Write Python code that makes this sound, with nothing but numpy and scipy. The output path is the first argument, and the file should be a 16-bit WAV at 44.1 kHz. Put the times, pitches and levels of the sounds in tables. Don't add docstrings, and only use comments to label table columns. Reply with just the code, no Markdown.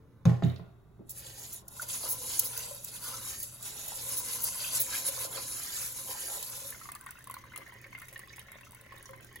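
import sys
import numpy as np
from scipy import signal
from scipy.fft import rfft, irfft, next_fast_len
from scipy.io import wavfile

SR = 44100
rng = np.random.default_rng(int(sys.argv[2]) if len(sys.argv) > 2 else 0)


def transcribe(u):
    v = np.clip(np.atleast_2d(u).T, -1, 1)
    q = np.round(v * 32767).astype(np.int16)
    wavfile.write(sys.argv[1], SR, q)


N = 414540
TIME = np.arange(N) / SR
POUR_START_S, POUR_ATTACK_S, POUR_SAG_DB_PER_S = 6.68, 0.066, 0.24


def from_db(db):
    return 10 ** (np.asarray(db) / 20)


def rms_one(x):
    return x / np.sqrt(np.mean(x ** 2) + 1e-20)


def gain_curve(rows):
    start_s, level_db = np.transpose(rows)
    gate = np.clip(np.minimum(TIME - start_s[0], start_s[-1] - TIME) * 100 + 1, 0, 1)
    return gate * from_db(np.interp(TIME, start_s, level_db))


def at_hz(points, hz):
    table_hz, value = np.transpose(points)
    return np.interp(np.log(hz + 1), np.log(table_hz), value)


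def butterworth(x, order, hz, kind="low"):
    return signal.sosfilt(signal.butter(order, hz, kind, fs=SR, output="sos"), x)


def colour(x, points):
    size = 2 * next_fast_len(N // 2 + 4096)
    magnitude = rms_one(from_db(at_hz(points, np.fft.rfftfreq(size, 1 / SR))))
    cepstrum = irfft(np.log(magnitude))
    cepstrum[1:size // 2] *= 2
    cepstrum[size // 2 + 1:] = 0
    return irfft(rfft(x, size) * np.exp(rfft(cepstrum)))[..., :N]


def drift(rate):
    knots = rng.standard_normal(8192)
    return rms_one(np.interp(TIME * 2 * rate, np.arange(len(knots)), knots))


def ring(x, hz, t60):
    radius, angle = from_db(-60 / (t60 * SR)), 2 * np.pi * hz / SR
    feedback = [1, -2 * radius * np.cos(angle), radius * radius]
    return signal.lfilter([0, np.sin(angle)], feedback, x + 1e-18)


def add(track, s, sound):
    start = max(int(s * SR), 0)
    track[start:start + len(sound)] += sound[:max(N - start, 0)]


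def band_noise(low_hz, high_hz, count):
    return rms_one(butterworth(rng.standard_normal(count), 2, [low_hz, high_hz], "band"))


def clicks(per_s, spread_db):
    size_db = spread_db * np.minimum(rng.exponential(1, N), 4)
    impacts = from_db(size_db) * rng.choice([-1, 1], N)
    return rms_one(impacts * (rng.random(N) < per_s / SR))


def bubble(hz, t60, rise):
    age = TIME[:int(1.5 * t60 * SR)] / t60
    tone = np.sin(2 * np.pi * hz * t60 * age * (1 + rise * age / 2))
    return tone * from_db(-60 * age) * (1 - np.exp(-age / .03))


def grains(per_s, centre_hz, octaves, cycles, spread_db, rise):
    out, centre = np.zeros(N), centre_hz * np.ones(N)
    chance, size = rng.random(N), np.minimum(rng.exponential(1, N), 3.5)
    offset = octaves * rng.uniform(-1, 1, N) * rng.random(N) ** .25
    pitch = np.minimum(centre * 2 ** offset, SR / 3)
    for i in np.flatnonzero(chance < per_s / SR):
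        level = (-1) ** (i % 2) * from_db(spread_db * size[i]) * np.sqrt(pitch[i] / centre[i])
        add(out, i / SR, level * bubble(pitch[i], cycles / pitch[i], rise))
    return rms_one(out)


def swell(s, length):
    out, attack_share = np.zeros(N), 0.57
    age = np.arange(-2, 2, 1 / (length * SR))
    side = np.where(age < 0, attack_share, 1 - attack_share)
    add(out, s - 2 * length, np.exp(-np.minimum((age / side) ** 2, 20)))
    return out


def background(air_db=-58, hum_db=-61.5, hum_hz=120, apart_db=-13):
    # start_s, level_db
    course = [(0, 0), (5.2, -0.5), (6.7, -2.5), (8.7, -2.5), (9.4, -0.5)]
    # freq_hz, level_db (relative)
    rumble = [(20, -12), (40, -7.5), (65, -2.5), (120, -4), (200, -10), (400, -13), (600, -23),
              (1200, -25.5), (2500, -39.5), (6000, -46), (16000, -45.5)]
    level = from_db(np.interp(TIME, *np.transpose(course)))
    hum_phase = 2 * np.pi * hum_hz * TIME + 0.12 * drift(9.9)
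    hum = from_db(hum_db + 2 * drift(3.0)) * np.sqrt(2) * np.sin(hum_phase)
    air = level * from_db(air_db) * colour(rng.standard_normal((3, N)), rumble)
    return level * hum + air[0], from_db(apart_db) * air[1:]


def wall(x):
    # freq_hz, level_db, t60_s
    modes = [(267, -3, .16), (373, -9, .2), (441, -8, .22), (490, -1, .22), (572, -5, .24), (684, 2, .19),
             (807, -2, .14), (897, -8, .2), (1055, -5, .22), (1125, -9, .2), (1419, -6, .22),
             (1491, -10, .22)]
    return sum(from_db(db) * ring(x, hz, t60) for hz, db, t60 in modes)


def pot_set_down(tick_s=0.0018, rattle_s=0.073, rattle_db=-17, wall_db=-37, slide_db=-51, slide_s=.432,
                 slide_t60=0.56, jolt_db=-23, jolt_s=0.03, slump_db=-33, slump_s=.05):
    # start_s, weight_db, contact_ms, edge_db (relative), edge_cutoff_hz
    knocks = [(0.2535, -9.5, 7.5, -25.5, 15000), (.295, -17, 16, -35.5, 11000), (0.423, -10, 19, -32, 3950),
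              (0.4549, -21.5, 4.4, -58, 3970), (0.595, -39.5, 5.5, -44.5, 2640)]
    # freq_hz, level_db (relative), t60_s
    boom = [(88.1, -17.5, 0.47), (122.4, 0, 0.25), (168.5, 6, 0.15), (200, -4, 0.11), (264, -13.5, 0.12)]
    # freq_hz, level_db (relative)
    clack_spectrum = [(150, -8), (500, 14.5), (1200, 2.5), (2200, -2), (4000, -12), (6500, -11),
                      (9000, -17), (16000, -20)]
    weight, clack = np.zeros((2, N))
    t = TIME[:SR // 2]
    for s, db, contact_ms, edge_db, edge_hz in knocks:
        landing = (1 - np.exp(-t * 1000 / contact_ms)) ** 2
        for hz, mode_db, t60 in boom:
            decay = from_db(db + mode_db - 60 * t / t60)
            add(weight, s, decay * landing * np.sin(2 * np.pi * hz * t))
        add(weight, s, from_db(db + jolt_db) * band_noise(140, 270, len(t)) * np.exp(-t / jolt_s))
        add(weight, s, from_db(db + slump_db) * band_noise(370, 570, len(t)) * np.exp(-t / slump_s))
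        envelope = np.exp(-t / tick_s) + from_db(rattle_db) * np.exp(-t / rattle_s)
        clatter = rng.standard_normal(len(t)) * envelope
        add(clack, s, from_db(edge_db + 2.5) * butterworth(clatter, 2, edge_hz))
    slide_decay = (TIME > slide_s) * from_db(-60 * abs(TIME - slide_s) / slide_t60)
    sliding = grains(1500, 2380, octaves=1.03, cycles=16, spread_db=3.0, rise=0)
    slide = slide_decay * (sliding + 0.6 * clicks(970, spread_db=3.0))
    return weight + colour(clack, clack_spectrum) + from_db(wall_db) * wall(clack) + from_db(slide_db) * slide


def handling(soft_hz=800, bump_s=.011):
    # start_s, level_db, freq_hz, t60_s
    chatter = [(0.4348, -33.5, 3710, 0.011), (0.4364, -44, 6840, .008), (.4485, -43, 6700, .008),
               (0.4976, -39.5, 3800, 0.011), (0.5604, -35, 4470, 0.0023)]
    # start_s, level_db (before the low-pass)
    bumps = [(0.991, -44), (1.004, -45), (1.019, -57)]
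    rattles, nudges = np.zeros((2, N))
    t = TIME[:SR // 10]
    for s, db, hz, t60 in chatter:
        add(rattles, s, from_db(db) * ring(t == 0, hz, t60))
    for s, db in bumps:
        add(nudges, s, from_db(db) * band_noise(110, 350, len(t)) * np.exp(-t / bump_s))
    return rattles + butterworth(nudges + 1e-18, 2, soft_hz)


def touch():
    # start_s, end_s, level_db
    spells = [(.95, 1.073, 8), (1.63, 1.694, -14), (1.852, 1.882, -7.5), (2.79, 2.832, -4),
              (3.505, 3.597, -3), (4.847, 4.88, -2), (5.271, 5.308, -7)]
    fade_s, db = 0.0094, 0
    for start, end, depth in spells:
        db = db + depth * np.clip(np.minimum(TIME - start, end - TIME) / fade_s + 1, 0, 1)
    return from_db(db)


def pushes():
    # start_s, level_db
    stirring = [(1.58, -62), (1.77, -48), (2.04, -42), (2.47, -46), (2.78, -44.5), (3.3, -65), (3.43, -47),
                (3.67, -51), (3.85, -41.5), (4.01, -41), (4.84, -37.5), (5.42, -40.5), (5.71, -39.5),
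                (5.95, -44.5), (6.35, -41), (6.56, -41.5), (6.69, -50), (6.9, -52.5)]
    # start_s, level_db
    rocking = [(1.1, -68), (1.64, -61), (1.8, -57), (2.1, -51.5), (2.56, -52.5), (2.83, -64), (3.16, -62),
               (3.46, -65), (3.66, -88), (3.83, -55), (5.27, -50), (5.42, -59.5), (5.97, -59.5),
               (6.39, -54.5), (6.8, -78)]
    # peak_s, length_s, rub_db, slosh_db, squelch_db, bubble_hz (at the peak)
    strokes = [(1.123, 0.054, -54, -70, -78, 1900), (1.185, 0.07, -45, -69, -76, 1900),
               (1.278, 0.14, -47.5, -58.5, -56, 2380), (1.427, 0.16, -45, -58, -59.5, 2170),
               (1.546, 0.11, -45.5, -76, -65, 2270), (1.83, 0.023, -38, -56, -57, 1410),
               (1.939, 0.15, -37, -58, -55, 2620), (2.06, 0.081, -40, -47, -51.5, 1490),
               (2.376, 0.26, -36.5, -73, -61, 2400), (2.597, 0.18, -41.5, -54, -52, 2030),
               (2.686, 0.15, -47, -52.5, -68, 2300), (2.88, 0.039, -43.5, -64, -82, 2300),
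               (2.959, 0.081, -44, -58, -55.5, 1960), (3.075, 0.11, -37.5, -55, -52, 1430),
               (3.158, 0.13, -42.5, -52, -54, 1260), (3.304, 0.18, -39.5, -79, -52.5, 1580),
               (3.42, 0.11, -43.5, -80, -76, 2200), (3.667, 0.067, -40, -54.5, -70, 1760),
               (3.874, 0.53, -46.5, -54.5, -57.5, 2390), (4.127, 0.076, -36, -70, -57, 1920),
               (4.18, 0.11, -51, -50, -72, 2000), (4.331, 0.12, -39, -51, -51, 2160),
               (4.466, 0.1, -35.5, -52, -83, 2200), (4.66, 0.14, -38.5, -67, -47.5, 2560),
               (4.763, 0.078, -30, -48, -53, 1860), (4.959, 0.092, -35, -52, -43, 1860),
               (5.077, 0.054, -33.5, -63, -49, 1600), (5.222, 0.12, -37, -49.5, -51, 1570),
               (5.373, 0.089, -51, -45.5, -46.5, 1710), (5.69, 0.3, -58, -59, -51.5, 1790),
               (5.829, 0.16, -38.5, -70, -50.5, 1730), (5.991, 0.064, -40, -53, -70, 1800),
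               (6.11, 0.064, -39.5, -43.5, -52, 2040), (6.22, 0.17, -43, -68, -53, 1920),
               (6.344, 0.17, -41, -48, -55, 1490), (6.554, 0.17, -58, -53.5, -58.5, 1560),
               (6.672, 0.13, -43.5, -54, -60, 1690)]
    water_lead_s, squeeze_octaves_per_s = 0.0032, 2.8
    seep_db, seep_hz = -20, 2140
    stir = gain_curve(stirring)
    rub, deep = stir ** 2, gain_curve(rocking) ** 2
    wet = (from_db(seep_db) * stir) ** 2 + 1e-12
    octaves = wet * np.log2(seep_hz)
    for s, length, rub_db, slosh_db, squelch_db, hz in strokes:
        water_power = swell(s - water_lead_s, length) ** 2
        rub = rub + (from_db(rub_db) * swell(s, length)) ** 2
        deep = deep + from_db(slosh_db) ** 2 * water_power
        squeeze = from_db(squelch_db) ** 2 * water_power
        wet = wet + squeeze
        octaves = octaves + squeeze * (np.log2(hz) + squeeze_octaves_per_s * (TIME - s + water_lead_s))
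    return np.sqrt(rub), np.sqrt(deep), np.sqrt(wet), 2 ** (octaves / wet)


def rice(rub, per_s=4000, patchy_db=3.0, rub_db=0.52, snap_db=-3):
    # start_s, level_db (relative), length_s, lowest_hz
    clumps = [(1.0934, -27, 0.0024, 6900), (1.095, -32, 0.016, 7950), (1.3933, -36, 0.0027, 6900),
              (1.522, -32, 0.017, 9000), (1.679, -33, 0.0046, 6340), (1.8144, -30, 0.008, 7550),
              (1.88, -36, 0.0072, 7000), (2.077, -22.5, 0.04, 8550), (2.391, -10.5, 0.0053, 7750),
              (2.426, -28, 0.034, 8400), (2.575, -21, 0.0024, 6560), (2.843, -26.5, 0.0047, 7500),
              (3.399, -29, 0.0044, 8000), (3.419, -28, 0.016, 9000), (3.6233, -33, .006, 7000),
              (3.644, -40.5, 0.046, 2040), (3.876, -28, 0.01, 8000), (4.0209, -36, 0.0037, 8000),
              (4.088, -25, .005, 8000), (4.158, -24, 0.029, 8100), (4.433, -15.5, 0.0083, 11500),
              (4.791, -16.5, 0.023, 10300), (5.078, -29, 0.0042, 8000), (5.25, -42, 0.0036, 6500),
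              (5.9215, -36, .004, 8000), (5.965, -37, 0.0066, 8000), (6.098, -38, 0.012, 2020),
              (6.4245, -27, 0.0041, 3300), (6.4445, -32, .003, 6000), (6.702, -25, 0.0037, 9000)]
    # freq_hz, level_db (relative)
    contact_spectrum = [(1000, -12.5), (2500, -27.5), (4200, -8), (6000, -4.5), (7200, 2), (8500, -2),
                        (10200, 2.5), (12000, 0), (14000, -6.5), (16000, -10)]
    contacts, crunches = from_db(snap_db) * clicks(500, spread_db=0.0), np.zeros(N)
    edges = np.geomspace(1200, 17000, 13)
    for band in zip(edges, edges[1:]):
        impacts = butterworth(clicks(per_s, spread_db=3.0), 2, band, "band")
        contacts += from_db(patchy_db * drift(22)) * impacts
    for s, db, length, low_hz in clumps:
        age = TIME[:SR // 5] / length
        burst = rng.standard_normal(len(age)) * 2 * age ** 1.35 * np.exp(-age ** 2)
        add(crunches, s, from_db(db) * butterworth(burst, 3, low_hz, "high"))
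    return rub * from_db(rub_db) * rms_one(colour(contacts, contact_spectrum)) + crunches


def scrape(rub, scrape_db=-13):
    # peak_s, level_db, length_s
    rasps = [(1.11, -63, .04), (1.901, -41.5, 0.024), (2.33, -48.5, 0.16), (2.397, -52, 0.0074),
             (2.887, -57, 0.035), (3.656, -49, 0.043), (3.806, -51, 0.057), (4.007, -54, .04),
             (4.755, -52, .03), (5.435, -46, 0.023), (6.121, -48, 0.029), (6.423, -58, 0.0074)]
    grit = 0
    for hz in (2000, 2900, 4200, 5600):
        register = grains(380, hz, octaves=.45, cycles=9, spread_db=3.5, rise=0)
        grit = grit + from_db(3 * drift(30)) * register * hz
    squeeze = sum(from_db(db) * swell(s, length) for s, db, length in rasps)
    rasp = grains(1200, 3950, octaves=0.73, cycles=8.8, spread_db=6.0, rise=0)
    return from_db(scrape_db) * rub * rms_one(grit) + squeeze * rasp


def hollow(x):
    # freq_hz, width_hz, level_db
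    air_modes = [(518, 68, -3.5), (693, 16, -22), (851, 150, -9.5), (1044, 110, -5), (1410, 39, 3),
                 (1880, 145, -8.5)]
    out = 0
    for k, (hz, width, db) in enumerate(air_modes):
        radius = np.exp(-np.pi * width / SR)
        feedforward = np.array([1, 0, -1]) * (1 - radius * radius) / 2
        feedback = [1, -2 * radius * np.cos(2 * np.pi * hz / SR), radius * radius]
        out = out + (-1) ** k * from_db(db) * signal.lfilter(feedforward, feedback, x)
    return out


def water(deep, thin, centre_hz, slosh_db=-3.5, squelch_db=2.5, wall_db=-9, sway=.035, open_db=-10):
    # start_s, level_db, start_hz, t60_s
    pockets = [(1.796, -27, 1430, 0.027), (1.826, -38.5, 910, 0.034), (1.831, -37, 527, 0.02),
               (2.04, -29, 580, 0.016), (2.25, -50, 610, 0.05), (2.89, -42.5, 520, 0.033),
               (2.71, -33, 556, 0.087), (3.04, -42, 1410, 0.06), (3.134, -38.5, 1310, 0.11),
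               (3.92, -31.5, 890, 0.016), (4.61, -39.5, 565, 0.058), (4.642, -30, 2550, 0.03),
               (4.884, -38, 980, 0.086), (4.938, -31, 1613, 0.033), (5.085, -36.5, 553, 0.069),
               (5.25, -33, 565, 0.095), (5.36, -34, 544, 0.065), (5.378, -34, 1010, 0.039),
               (6.109, -38, 1010, 0.088), (6.15, -39, 872, 0.067), (6.37, -43, 552, 0.07),
               (6.645, -43.5, 548, 0.14), (9.092, -40, 525, 0.14)]
    # freq_hz, level_db (relative)
    squelch_spectrum = [(700, 10.3), (1300, 4.9), (2000, 0.5), (3000, 7.3), (4500, 10.2), (8000, 12.3)]
    slosh = rms_one(hollow(grains(350, 745, octaves=0.86, cycles=20.0, spread_db=1.0, rise=0.027)))
    slosh = np.interp(np.cumsum(1 + sway * drift(4)), np.arange(N), slosh)
    lapping = grains(250, 720, octaves=1.0, cycles=16, spread_db=3, rise=.15)
    slosh = rms_one(slosh + from_db(wall_db) * rms_one(wall(slosh)) + from_db(open_db) * lapping)
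    squelch = grains(450, centre_hz, octaves=0.62, cycles=18.3, spread_db=-2.5, rise=0.26)
    squelch += grains(450, 2953, octaves=1.268, cycles=42, spread_db=-3.5, rise=0.22)
    squelch = rms_one(colour(squelch, squelch_spectrum))
    gulps = np.zeros(N)
    for s, db, hz, t60 in pockets:
        add(gulps, s, from_db(db) * bubble(hz, t60, rise=0.11))
    return from_db(slosh_db) * deep * slosh + from_db(squelch_db) * thin * squelch + gulps


def stream_bubble_hz(s):
    first_hz, octaves_per_s, fill_s = 1493, 0.31, 1.36
    return first_hz * 2 ** (octaves_per_s * np.clip(s - POUR_START_S, 0, fill_s))


def pouring(plop_db=0.5, cluster_db=-7.5, splat_db=-7, splat_s=0.0028, slap_db=-0.5, plop_t60=0.032,
            burble_db=-59.0, spray_db=-63, crack_db=7, tick_db=-0.5, tick_s=0.0024, ping_db=2, ping_cycles=16,
            pip_t60=0.018, splash_db=-5, splash_s=0.0021, hollow_db=-9, gurgle_db=-9, waver_db=3, spatter_db=3,
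            tinkle_db=-72, tinkle_peak_db=-68, wash_db=-69):
    # start_s, level_db (relative), start_hz
    drop_rows = [(6.7237, -39, 1720), (6.746, -40, 1410), (6.8133, -38.5, 1290), (6.854, -39, 1120),
                 (6.889, -32, 1100), (6.9173, -54, 1600), (6.9546, -39.5, 1155), (7.0123, -49, 1620),
                 (7.064, -35, 1104), (7.0665, -32.5, 1830), (7.0882, -35.5, 1460), (7.1544, -43, 1400),
                 (7.1848, -42.5, 1600), (7.207, -44, 1770), (7.2713, -37, 1090), (7.298, -33, 1080),
                 (7.341, -39, 1410), (7.3663, -36.5, 1110), (7.4387, -44, 1090), (7.5197, -41, 1410),
                 (7.535, -38.5, 2020), (7.559, -41, 1220), (7.6173, -40.5, 1120), (7.6625, -41, 1800),
                 (7.672, -44, 1680), (7.6921, -40.5, 2140), (7.722, -39, 980), (7.761, -42, 2040),
                 (7.8413, -36, 2140), (7.9277, -39, 2200), (7.9495, -32, 2050), (7.979, -40, 2100),
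                 (8.0174, -32.5, 1810), (8.027, -42, 2070), (8.0824, -43, 2220), (8.1266, -42.5, 2090),
                 (8.159, -35.5, 1820), (8.1933, -41, 1105), (8.234, -42.5, 1940), (8.273, -44.5, 1110),
                 (8.303, -44, 1770), (8.3314, -40, 2190), (8.3814, -34.5, 2055), (8.4144, -53, 2230),
                 (8.484, -37.5, 2140), (8.5183, -38, 1990), (8.585, -44.5, 2210), (8.61, -45, 1780),
                 (8.632, -44, 2680), (8.7317, -46.5, 935), (8.7483, -43.5, 2160), (8.921, -37.5, 1070),
                 (8.962, -43.5, 1120), (8.9912, -48, 1120), (9.0555, -45.5, 1036), (9.091, -40, 1060),
                 (9.133, -39, 1000), (9.165, -53, 2250), (9.314, -49, 1090), (9.3593, -38, 1880)]
    # start_s, level_db (relative), freq_hz
    tick_rows = [(6.919, -28, 10500), (6.951, -28.5, 10400), (7.011, -34.5, 11300), (7.04, -41, 14100),
                 (7.0624, -31.5, 9740), (7.108, -28.5, 15300), (7.1899, -39, 10500), (7.2089, -47, 10500),
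                 (7.242, -34.5, 10400), (7.273, -34, 10300), (7.298, -36, 15300), (7.3117, -29.5, 12200),
                 (7.3411, -28.5, 9900), (7.561, -28, 10600), (7.5765, -27.5, 10600), (7.977, -41.5, 10400),
                 (8, -37, 11000), (8.018, -36, 12500), (8.0275, -51, 15000), (8.084, -40, 10300),
                 (8.128, -38, 11200), (8.137, -40, 12200), (8.1776, -37, 10600), (8.193, -31.5, 11100),
                 (8.3284, -52, 10200), (8.361, -38, 7500), (8.394, -31, 10900), (8.5182, -33.5, 15000),
                 (8.6106, -40, 10400), (8.72, -39, 12100), (8.7478, -36, 11100), (8.812, -39.5, 11100),
                 (8.981, -41, 12100), (9.0273, -38, 10700), (9.0926, -45, 10200), (9.246, -36.5, 10200),
                 (9.3583, -33.5, 14100)]
    # start_s, level_db, start_hz
    pip_rows = [(7.341, -42.5, 4160), (7.5595, -37, 2800), (7.578, -48, 4200), (8.1586, -39, 2780),
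                (8.2834, -54, 5100), (8.294, -42, 3870), (8.329, -43, 5940), (8.394, -39.5, 3220),
                (8.4143, -46, 6000), (9.057, -37, 6000)]
    # freq_hz, level_db (relative)
    burble_spectrum = [(500, -30), (700, -5), (1080, 11), (1230, -2.5), (1420, 3.5), (1600, 2.5),
                       (2050, 12.5), (2500, -1.5), (3500, -4.5), (6000, -17)]
    spray_spectrum = [(1500, 5), (4000, 4), (6500, 1.5), (8300, 17.5), (10500, 15), (13000, 11.5),
                      (16000, 13)]
    wash_spectrum = [(1500, -9), (3000, 6), (4500, -2), (6300, 8), (8000, -2), (11000, -4.5), (16000, 0)]
    cluster_s, cluster_octaves, cluster_t60_s, cluster_loss_db = .004, 0.54, 0.016, 10
    running_s = np.maximum(TIME - POUR_START_S, 0)
    onset = np.minimum(running_s / POUR_ATTACK_S, 1)
    flow = onset * from_db(-POUR_SAG_DB_PER_S * running_s)
    burble = flow * from_db(burble_db + waver_db * drift(18))
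    spray = flow * from_db(spray_db + spatter_db * drift(8.4))
    plops, splats, ticks, pings = np.zeros((4, N))
    t = TIME[:SR // 10]
    for s, db, hz in drop_rows:
        add(plops, s, from_db(db + plop_db) * bubble(hz, plop_t60, rise=0.11))
        for k, (late, pitch) in enumerate(rng.random(size=(4, 2))):
            extra_hz = stream_bubble_hz(s) * 2 ** (cluster_octaves * (2 * pitch - 1))
            extra = bubble(extra_hz, cluster_t60_s, rise=0.04)
            level = from_db(db + cluster_db - cluster_loss_db * k)
            add(plops, s + cluster_s * (k + late / 2), level * extra)
        splat = from_db(splat_db) * rng.standard_normal(len(t)) * np.exp(-t / splat_s)
        add(splats, s, from_db(db) * (from_db(slap_db) * (t == 0) + splat))
    for s, db, hz in tick_rows:
        add(pings, s, from_db(db + ping_db) * bubble(hz, ping_cycles / hz, rise=0))
        puff = from_db(db + tick_db) * rng.standard_normal(len(t)) * np.exp(-t / tick_s) / 2
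        add(ticks, s, from_db(db + crack_db) * (t == 0) + puff)
    for s, db, hz in pip_rows:
        add(pings, s, from_db(db) * bubble(hz, pip_t60, rise=0.04))
        splash = band_noise(hz / np.sqrt(2), hz * np.sqrt(2), len(t))
        add(pings, s, from_db(db + splash_db) * splash * np.exp(-t / splash_s))
    fine = grains(550, stream_bubble_hz(TIME), octaves=0.98, cycles=18, spread_db=4.5, rise=0.13)
    fine = rms_one(colour(fine + clicks(500, spread_db=-15.0), burble_spectrum))
    drops = plops + colour(splats, burble_spectrum) + burble * fine
    gurgle = from_db(gurgle_db) * burble * rms_one(ring(clicks(90, spread_db=4.5), 559.0, 0.028))
    mist = clicks(110, spread_db=4.5) + 0.12 * clicks(2500, spread_db=4.0)
    fizz = from_db(tinkle_db) * flow + from_db(tinkle_peak_db) * swell(5.1, length=0.18)
    tinkle = fizz * grains(400, 4454, octaves=0.78, cycles=45, spread_db=2.5, rise=0.022)
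    hiss = colour(clicks(2500, spread_db=4.0), wash_spectrum)
    wash = onset * from_db(wash_db + 5.9 * drift(40)) * hiss
    spatter = colour(ticks + spray * rms_one(mist), spray_spectrum)
    return drops - from_db(hollow_db) * hollow(drops) + gurgle + tinkle + wash + pings + spatter


def gurgles(gurgle_db=-65):
    running_s = np.maximum(TIME - POUR_START_S, 0)
    onset = np.minimum(running_s / POUR_ATTACK_S, 1)
    flow = onset * from_db(gurgle_db - POUR_SAG_DB_PER_S * running_s)
    return flow * grains(45, stream_bubble_hz(TIME), octaves=1.0, cycles=55, spread_db=2.5, rise=.25)


def kitchen(x, t60_s=0.34, onset_s=0.0008, lowest_hz=200):
    # freq_hz, level_db (relative)
    reflections = [(90, -13), (180, 2), (300, 11), (600, 4), (1500, 0.5), (4000, 4), (8000, -7), (16000, 5)]
    t = TIME[:SR * 3 // 4]
    tail = rng.standard_normal((2, len(t))) * from_db(-60 * t / t60_s) * (1 - np.exp(-t / onset_s))
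    tail /= np.sqrt(np.sum(tail ** 2, axis=1, keepdims=True))
    tail = butterworth(tail, 2, lowest_hz, "high")
    return signal.fftconvolve(colour(x, reflections)[None], tail, axes=1)[:, :N]


def ports(x, shift_per_s=3):
    # freq_hz, phase_rad
    lead = [(20, 0), (130, .2), (600, .1), (1700, .2), (3000, 1.0), (4500, .9), (5200, 1.2), (6500, -.3),
            (7500, -1.7), (8650, -3.14), (10200, -6), (11800, -6.6), (13300, -9.4), (15000, -12.3),
            (22050, -12.6)]
    # freq_hz, difference_db
    balance = [(60, -0.5), (130, -3.5), (280, -0.5), (550, 1), (1200, .5), (2500, -1), (4800, -4.5),
               (7000, 0), (16000, 0)]
    # freq_hz, share (0 to 1)
    bounce_share = [(200, 0.06), (600, 0.39), (1500, 0.2), (2800, 0.91), (5000, 0.97), (7000, 0.23),
                    (8500, 0), (11000, 0.21), (16000, 0)]
    size = 2 * next_fast_len(N // 2 + 4096)
    hz = np.fft.rfftfreq(size, 1 / SR)
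    sides = np.array([[1], [-1]])
    share = at_hz(bounce_share, hz)
    arriving = rfft(x, size) * from_db(at_hz(balance, hz) / 2 * sides)
    phase = np.exp(.5j * at_hz(lead, hz) * sides)
    direct = irfft(arriving * np.sqrt(1 - share) * phase)[:, :N]
    paths = rng.standard_normal((3, 2, SR // 10)) * np.exp(-TIME[:SR // 10] / .008)
    paths /= np.linalg.norm(paths, axis=2, keepdims=True)
    bounced = irfft(arriving * np.sqrt(share) * rfft(paths, size))[..., :N]
    blend = np.array([drift(shift_per_s) for _ in paths])
    blend /= np.linalg.norm(blend, axis=0)
    return direct + np.sum(bounced * blend[:, None], axis=0)


def scene():
    hum, diffuse = background()
    thuds = pot_set_down() + handling()
    rub, slosh, squelch, bubble_hz = pushes()
    contact = touch()
    rubbing = rice(rub * contact) + scrape(rub * contact)
    sloshing = water(slosh, squelch * np.sqrt(contact), bubble_hz)
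    pour = pouring() + gurgles()
    sent = from_db(-6.5) * thuds + from_db(-49.0) * rubbing + from_db(-5.5) * sloshing + from_db(-8.5) * pour
    return ports(thuds + rubbing + sloshing + pour + hum) + kitchen(sent) + diffuse


def record(dry):
    cutoff_hz = 15900
    return signal.sosfilt(signal.ellip(12, .1, 80, cutoff_hz, fs=SR, output="sos"), dry)


dry = scene()
out = record(dry)
transcribe(out)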